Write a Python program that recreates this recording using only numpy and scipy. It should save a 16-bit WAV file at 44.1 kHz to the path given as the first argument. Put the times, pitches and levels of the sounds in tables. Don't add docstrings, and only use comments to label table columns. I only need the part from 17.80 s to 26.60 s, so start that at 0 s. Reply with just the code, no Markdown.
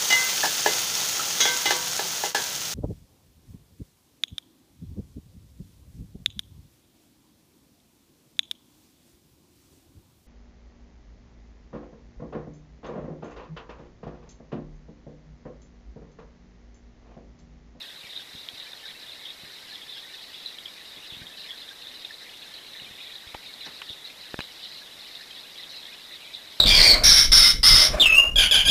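import sys
import numpy as np
from scipy import signal
from scipy.fft import rfft, irfft
from scipy.io import wavfile
from scipy.ndimage import uniform_filter1d

SR = 44100
rng = np.random.default_rng(int(sys.argv[2]) if len(sys.argv) > 2 else 0)


def to_wav(s):
    ch = np.atleast_2d(s).T
    pcm = np.round(np.clip(ch, -1, 1) * 32767)
    wavfile.write(sys.argv[1], SR, pcm.astype(np.int16))


N = 388080
TIME_S = np.arange(N) / SR

# frequency in Hz, relative density in dB.
ROOM_SPECTRUM = [(20, -6.5), (60, -5.5), (130, -4), (250, -1), (450, -0.5), (640, -0.5), (900, -2),
                 (1200, -3.5), (2500, -2.5), (5000, -6.5), (7500, -10.5), (10000, -11.5), (14000, -12.5)]
# start in seconds, length in seconds, dry level in dB, pitch in Hz.
FIZZ_GUSHES = [(0, .04, -43, 3588), (.29, .13, -43, 3767), (.555, 0.066, -47, 3799),
               (.777, 0.053, -41.5, 3822), (1.05, .06, -42, 3630), (1.263, 0.073, -43, 3818),
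               (1.45, .065, -41.5, 3570), (1.897, .06, -42.5, 3986), (2.012, .025, -44, 3300),
               (2.09, .12, -42, 3614), (2.335, .04, -46, 3650), (2.41, .045, -46.5, 4074),
               (2.537, .04, -44, 3505), (2.653, .055, -40.5, 3934), (2.852, .03, -43, 3370),
               (3.043, .04, -47, 3900), (3.299, .07, -42.5, 3660), (3.57, .09, -43.5, 3986),
               (3.68, .05, -42, 3528), (3.775, .05, -44, 3955), (3.875, .045, -42, 3566),
               (4.005, .09, -44, 3752), (4.128, .1, -44, 3705), (4.617, .04, -44.5, 3807),
               (4.736, .035, -42.5, 3805), (4.93, .13, -45.5, 3790), (5.185, .17, -46, 3752),
               (5.46, .045, -44.5, 3670), (5.643, 0.03, -43, 3814), (5.806, .075, -40, 3834),
               (5.95, .035, -45.5, 4200), (6.088, .045, -39.5, 3558), (6.24, .04, -42, 3869),
               (6.4, .07, -47, 4051), (6.605, .08, -44.5, 3873), (6.818, .05, -40, 3866),
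               (6.9, .11, -46, 4077), (7.2, .04, -47.5, 4170), (7.342, .035, -43, 3590),
               (7.54, .08, -44, 3883), (7.775, 0.069, -43.5, 3795), (7.89, .1, -43.5, 4000),
               (8.025, .035, -43.5, 3644), (8.315, .045, -43.5, 3848), (8.535, 0.042, -42, 3805)]
# time in seconds, base level in dB.
SPRAY_CONTOUR = [(0.0, -55), (3.11, -54), (3.21, -59), (3.36, -55.5), (3.55, -60), (3.58, -52),
                 (3.95, -57.5), (4.46, -53.5), (4.85, -60), (6.1, -53), (6.2, -59), (6.93, -51),
                 (7.16, -60), (7.3, -51.5), (7.62, -54.5), (8.21, -53.5), (8.38, -58.5), (8.8, -52.5)]
# frequency in Hz, gain in dB, T60 in seconds.
HOOD_MODES = [(1740, -26, 0.16), (2040, -17, 0.15), (2560, -11, 0.035), (3326, 1.5, 0.081),
              (3680, -16, 0.079), (3915, -2, 0.072), (4060, -13, 0.13)]
# start in seconds, length in seconds, dry level in dB, pitch in Hz.
BURBLE_GLUGS = [(.09, .07, -52.5, 1997), (.23, .08, -52, 2187), (.39, .1, -53, 1989),
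                (.8, .13, -53.5, 1919), (1.03, .09, -51.5, 1838), (1.39, .055, -53, 1975),
                (1.66, .11, -54.5, 2025), (2.23, .12, -54, 1910), (2.96, .09, -54, 1927),
                (3.41, .1, -54, 1784), (3.65, .15, -51, 2033), (4.4, .1, -53, 2067), (4.93, .1, -52, 1951),
                (5.18, .14, -51, 2394), (5.46, .11, -51, 2150), (5.62, .09, -52, 2304),
                (5.815, .08, -50, 2130), (6.297, .045, -47.5, 2290), (7.35, .09, -55, 1962),
                (7.77, .08, -54, 2134), (8.05, .08, -53, 1960), (8.305, .05, -51, 2150),
                (8.4, .14, -52.5, 2600)]
# peak time in seconds, peak before the low cut in dB, swing in Hz.
HAND_BUMPS = [(0.244, -41, 150), (0.552, -37.5, 140), (.736, -46, 100), (1.636, -42, 134.7),
              (3.325, -39, 106), (3.371, -41, 137), (3.418, -34, 116.4), (5.021, -39, 190),
              (5.111, -41, 140), (5.472, -40, 65), (5.549, -41, 60), (6.104, -37.5, 90),
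              (6.543, -21.5, 335), (6.5914, -23.5, 180)]
# peak time in seconds, dry peak in dB, pitch in Hz, length in seconds.
BUBBLE_PINGS = [(0.364, -27, 3760, .003), (0.376, -27, 3750, .0022), (0.688, -19, 3480, .0007),
                (0.8, -31, 3810, .0013), (0.934, -32, 3660, .004), (1.157, -42.5, 2680, .016),
                (1.926, -44, 1740, .012), (1.958, -28, 3400, .0016), (2.173, -47, 1616, .01),
                (2.545, -34, 3340, .003), (2.662, -28, 4020, 0.0019), (2.787, -30, 3240, .0023),
                (2.859, -27.5, 3220, .0029), (3.304, -35, 3640, 0.0032), (3.42, -47, 1560, 0.0093),
                (3.469, -30, 3400, .0014), (3.542, -43, 2630, .012), (3.708, -26, 3300, .0016),
                (3.914, -43.5, 1610, .014), (4.071, -29.5, 3690, .0034), (4.25, -26, 3660, .0036),
                (4.309, -34.5, 1780, 0.0052), (4.343, -28.5, 3920, .0021), (4.953, -41, 1820, 0.0055),
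                (4.999, -39, 2910, .008), (5.07, -41.5, 2380, .013), (5.206, -38.5, 2410, .006),
                (5.356, -31, 3640, .002), (5.74, -31, 4200, .0021), (5.81, -31, 3860, .0025),
                (6.02, -27.5, 2900, .002), (6.098, -27, 3700, 0.0023), (7.023, -45.5, 1680, 0.021),
                (7.411, -41.5, 1790, 0.0067), (7.512, -35, 3200, .007), (7.785, -30, 3830, .002),
                (8.55, -25.5, 3830, .002)]
# start in seconds, initial level in dB, centre in Hz, 1/e decay in seconds.
FINGER_RUBS = [(0.388, -57, 189, 0.014), (0.539, -50, 169, 0.021), (.934, -44.5, 1110, .006),
               (1.089, -59, 149, 0.052), (1.629, -60, 130, 0.032), (3.169, -49.5, 280, 0.011),
               (3.33, -57, 149, .04), (3.39, -53, 168, 0.069), (5.019, -56, 198, 0.11),
               (5.544, -35.5, 1600, 0.008), (5.861, -42.5, 1360, 0.032), (5.864, -47.5, 227, 0.028),
               (6.017, -33.5, 1700, 0.0062), (6.1, -46.5, 260, 0.01), (6.59, -27.5, 1740, 0.0031)]
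# start in seconds, peak in dB, centre of excitation in Hz.
CASE_CLICKS = [(5.5485, -23.5, 820), (6.024, -38, 1370), (6.543, -20, 1550), (6.5912, -26, 600),
               (6.6055, -16, 2900)]
# frequency in Hz, relative gain in dB, 1/e decay in seconds.
CASE_MODES = [(620, -4, 0.0012), (850, -2, .0024), (1520, -13, .0026), (1770, 0, .0018), (2480, 4, 0.00085),
              (3930, -3.5, 0.0044), (6500, -4, .0003)]


def gain_of(db):
    return 10 ** (np.asarray(db) / 20)


def unit_rms(x):
    return x / np.sqrt(np.mean(x ** 2) + 1e-20)


def add(mix, start_s, sound):
    part = mix[max(round(start_s * SR), 0):][:len(sound)]
    part += sound[:len(part)]


def wander(samples):
    smooth = uniform_filter1d(rng.standard_normal(N), samples)
    return unit_rms(uniform_filter1d(smooth, samples // 3))


def room(level_db=-50.5):
    hz, db = np.transpose(ROOM_SPECTRUM)
    bins_hz = np.fft.rfftfreq(N, 1 / SR)
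    colour = gain_of(np.interp(np.log(bins_hz + 1), np.log(hz), db))
    noise = irfft(rfft(rng.standard_normal(N)) * colour, N)
    return gain_of(level_db) * unit_rms(noise)


def bubbles(peak_s, peak, hz, length_s, rise=0.0083, swell=1.3):
    out = np.zeros(N + SR)
    for batch in np.array_split(np.argsort(length_s), 12):
        tau_s = length_s[batch, None] / (2 * np.sqrt(swell + .5))
        t = np.arange(int(10 * tau_s.max() * SR) + 2) / SR
        age = t / tau_s
        glide = 1 + rise * (np.tanh(age / 10) - .5)
        turns = hz[batch, None] * t * glide + rng.random((len(batch), 1))
        envelope = peak[batch, None] * (age / swell) ** swell * np.exp(swell - age)
        ring = envelope * np.sin(2 * np.pi * turns)
        start_s = np.maximum(peak_s[batch, None] - swell * tau_s, 0)
        index = (start_s * SR).astype(int) + np.arange(len(t))
        out += np.bincount(index.ravel(), ring.ravel(), len(out))[:len(out)]
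    return out[:N]


def swarm(level_db, pitch_hz, per_s, spread, cycles, size_db, clump_db, drift):
    place, size, detune, ring = rng.random((int(per_s * N / SR), 4)).T
    peak_s = place * N / SR
    centre_hz = np.interp(peak_s, TIME_S, pitch_hz * np.exp(drift * wander(1400)))
    hz = centre_hz * np.exp(spread * np.arctanh(.96 * (2 * detune - 1)))
    peak = gain_of(size_db * np.minimum(-np.log(1 - size), np.pi))
    length_s = cycles / hz * 2 ** (2 * ring - 1)
    stream = unit_rms(bubbles(peak_s, peak, hz, length_s))
    return stream * gain_of(level_db + clump_db * wander(700))


def surges(gulps, trickle_db, trickle_hz, unrest_db, attack_s=.004, sag_db=3.0, release_s=.009):
    power = gain_of(trickle_db + unrest_db * wander(2400)) ** 2
    weighted_hz = power * trickle_hz
    for start_s, length_s, db, hz in gulps:
        t = np.arange(0, length_s + 5 * release_s, 1 / SR)
        envelope = np.minimum(t / attack_s, 1) * np.exp(-np.maximum(t - length_s, 0) / release_s)
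        gulp_power = (envelope * gain_of(db - sag_db * t / length_s)) ** 2
        add(power, start_s, gulp_power)
        add(weighted_hz, start_s, gulp_power * hz)
    return 10 * np.log10(power), weighted_hz / power


def outflow(plop_hz=3018, spray_hz=4518):
    fizz_db, fizz_hz = surges(FIZZ_GUSHES, trickle_db=-49, trickle_hz=3825, unrest_db=1.0)
    burble_db, burble_hz = surges(BURBLE_GLUGS, trickle_db=-57, trickle_hz=1999, unrest_db=1.25)
    surge_db = fizz_db - fizz_db.mean()
    plop_db = -55 + 0.2 * surge_db + 2.7 * wander(2400)
    spray_db = np.interp(TIME_S, *np.transpose(SPRAY_CONTOUR)) + 1.5 + 0.33 * surge_db
    fizz = swarm(fizz_db, fizz_hz, per_s=720, spread=.066, cycles=11.5,
                 size_db=1.5, clump_db=0.3, drift=.024)
    plops = swarm(plop_db, plop_hz, per_s=520, spread=.115, cycles=13,
                  size_db=3.5, clump_db=1.9, drift=.04)
    spray = swarm(spray_db, spray_hz, per_s=1300, spread=.14, cycles=11,
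                  size_db=1.5, clump_db=2.06, drift=.025)
    burble = swarm(burble_db, burble_hz, per_s=420, spread=.13, cycles=18,
                   size_db=2.5, clump_db=1.4, drift=.045)
    return fizz + plops + spray + burble


def hood(water, echo_db=-12, echo_t60_s=0.1):
    t = np.arange(SR // 8) / SR
    reflections = rng.choice([-1., 1.], len(t)) * (rng.random(len(t)) < .1)
    tail = reflections * gain_of(-60 * t / echo_t60_s)
    response = gain_of(echo_db) * tail / np.linalg.norm(tail)
    response[0] = 1
    for hz, db, t60_s in HOOD_MODES:
        decay = gain_of(-60 * t / t60_s)
        response += gain_of(db) * 2 * decay / decay.sum() * np.cos(2 * np.pi * hz * t)
    return signal.oaconvolve(water, response)[:N]


def bumps(damping_per_cycle=4.7):
    out, t = np.zeros(N), np.arange(8192) / SR
    middle_s = t[-1] / 2
    for peak_s, db, hz in HAND_BUMPS:
        turns = (t - middle_s) * hz
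        swing = np.cos(2 * np.pi * turns) * np.exp(-damping_per_cycle * abs(turns))
        add(out, peak_s - middle_s, -gain_of(db) * swing)
    return out


def pings():
    peak_s, db, hz, length_s = np.transpose(BUBBLE_PINGS)
    return bubbles(peak_s, gain_of(db), hz, length_s, rise=0.025, swell=2.005)


def rubs(edge_ratio=0.57):
    out, t = np.zeros(N), np.arange(8192) / SR
    for start_s, db, hz, decay_s in FINGER_RUBS:
        band = signal.butter(2, [hz * edge_ratio, hz / edge_ratio], "bandpass", fs=SR)
        envelope = np.exp(-t / decay_s)
        burst = signal.lfilter(*band, rng.standard_normal(len(t)) * envelope)
        burst *= np.linalg.norm(envelope) / np.linalg.norm(burst)
        add(out, start_s, gain_of(db) * burst)
    return out


def clicks(width_octaves=0.75):
    out, t = np.zeros(N), np.arange(8192) / SR
    for start_s, db, centre_hz in CASE_CLICKS:
        ring = np.zeros(len(t))
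        for hz, mode_db, decay_s in CASE_MODES:
            drive = gain_of(mode_db) * np.exp(-(np.log2(hz / centre_hz) / width_octaves) ** 2)
            ring += drive * np.exp(-t / decay_s) * np.sin(2 * np.pi * hz * t)
        add(out, start_s, -gain_of(db) * ring / abs(ring).max())
    return out


def scene(low_cut_hz=30):
    water = hood(pings() + outflow())
    low_cut = signal.butter(2, low_cut_hz, "highpass", fs=SR)
    handling = signal.lfilter(*low_cut, bumps() + rubs() + clicks())
    return (room() + water + handling)[None]


def record(dry, cutoff_hz=14300):
    taps = signal.firwin(601, cutoff_hz, window=("kaiser", 8), fs=SR)
    return signal.oaconvolve(dry, taps[None], "same")


dry = scene()
out = record(dry)
to_wav(out)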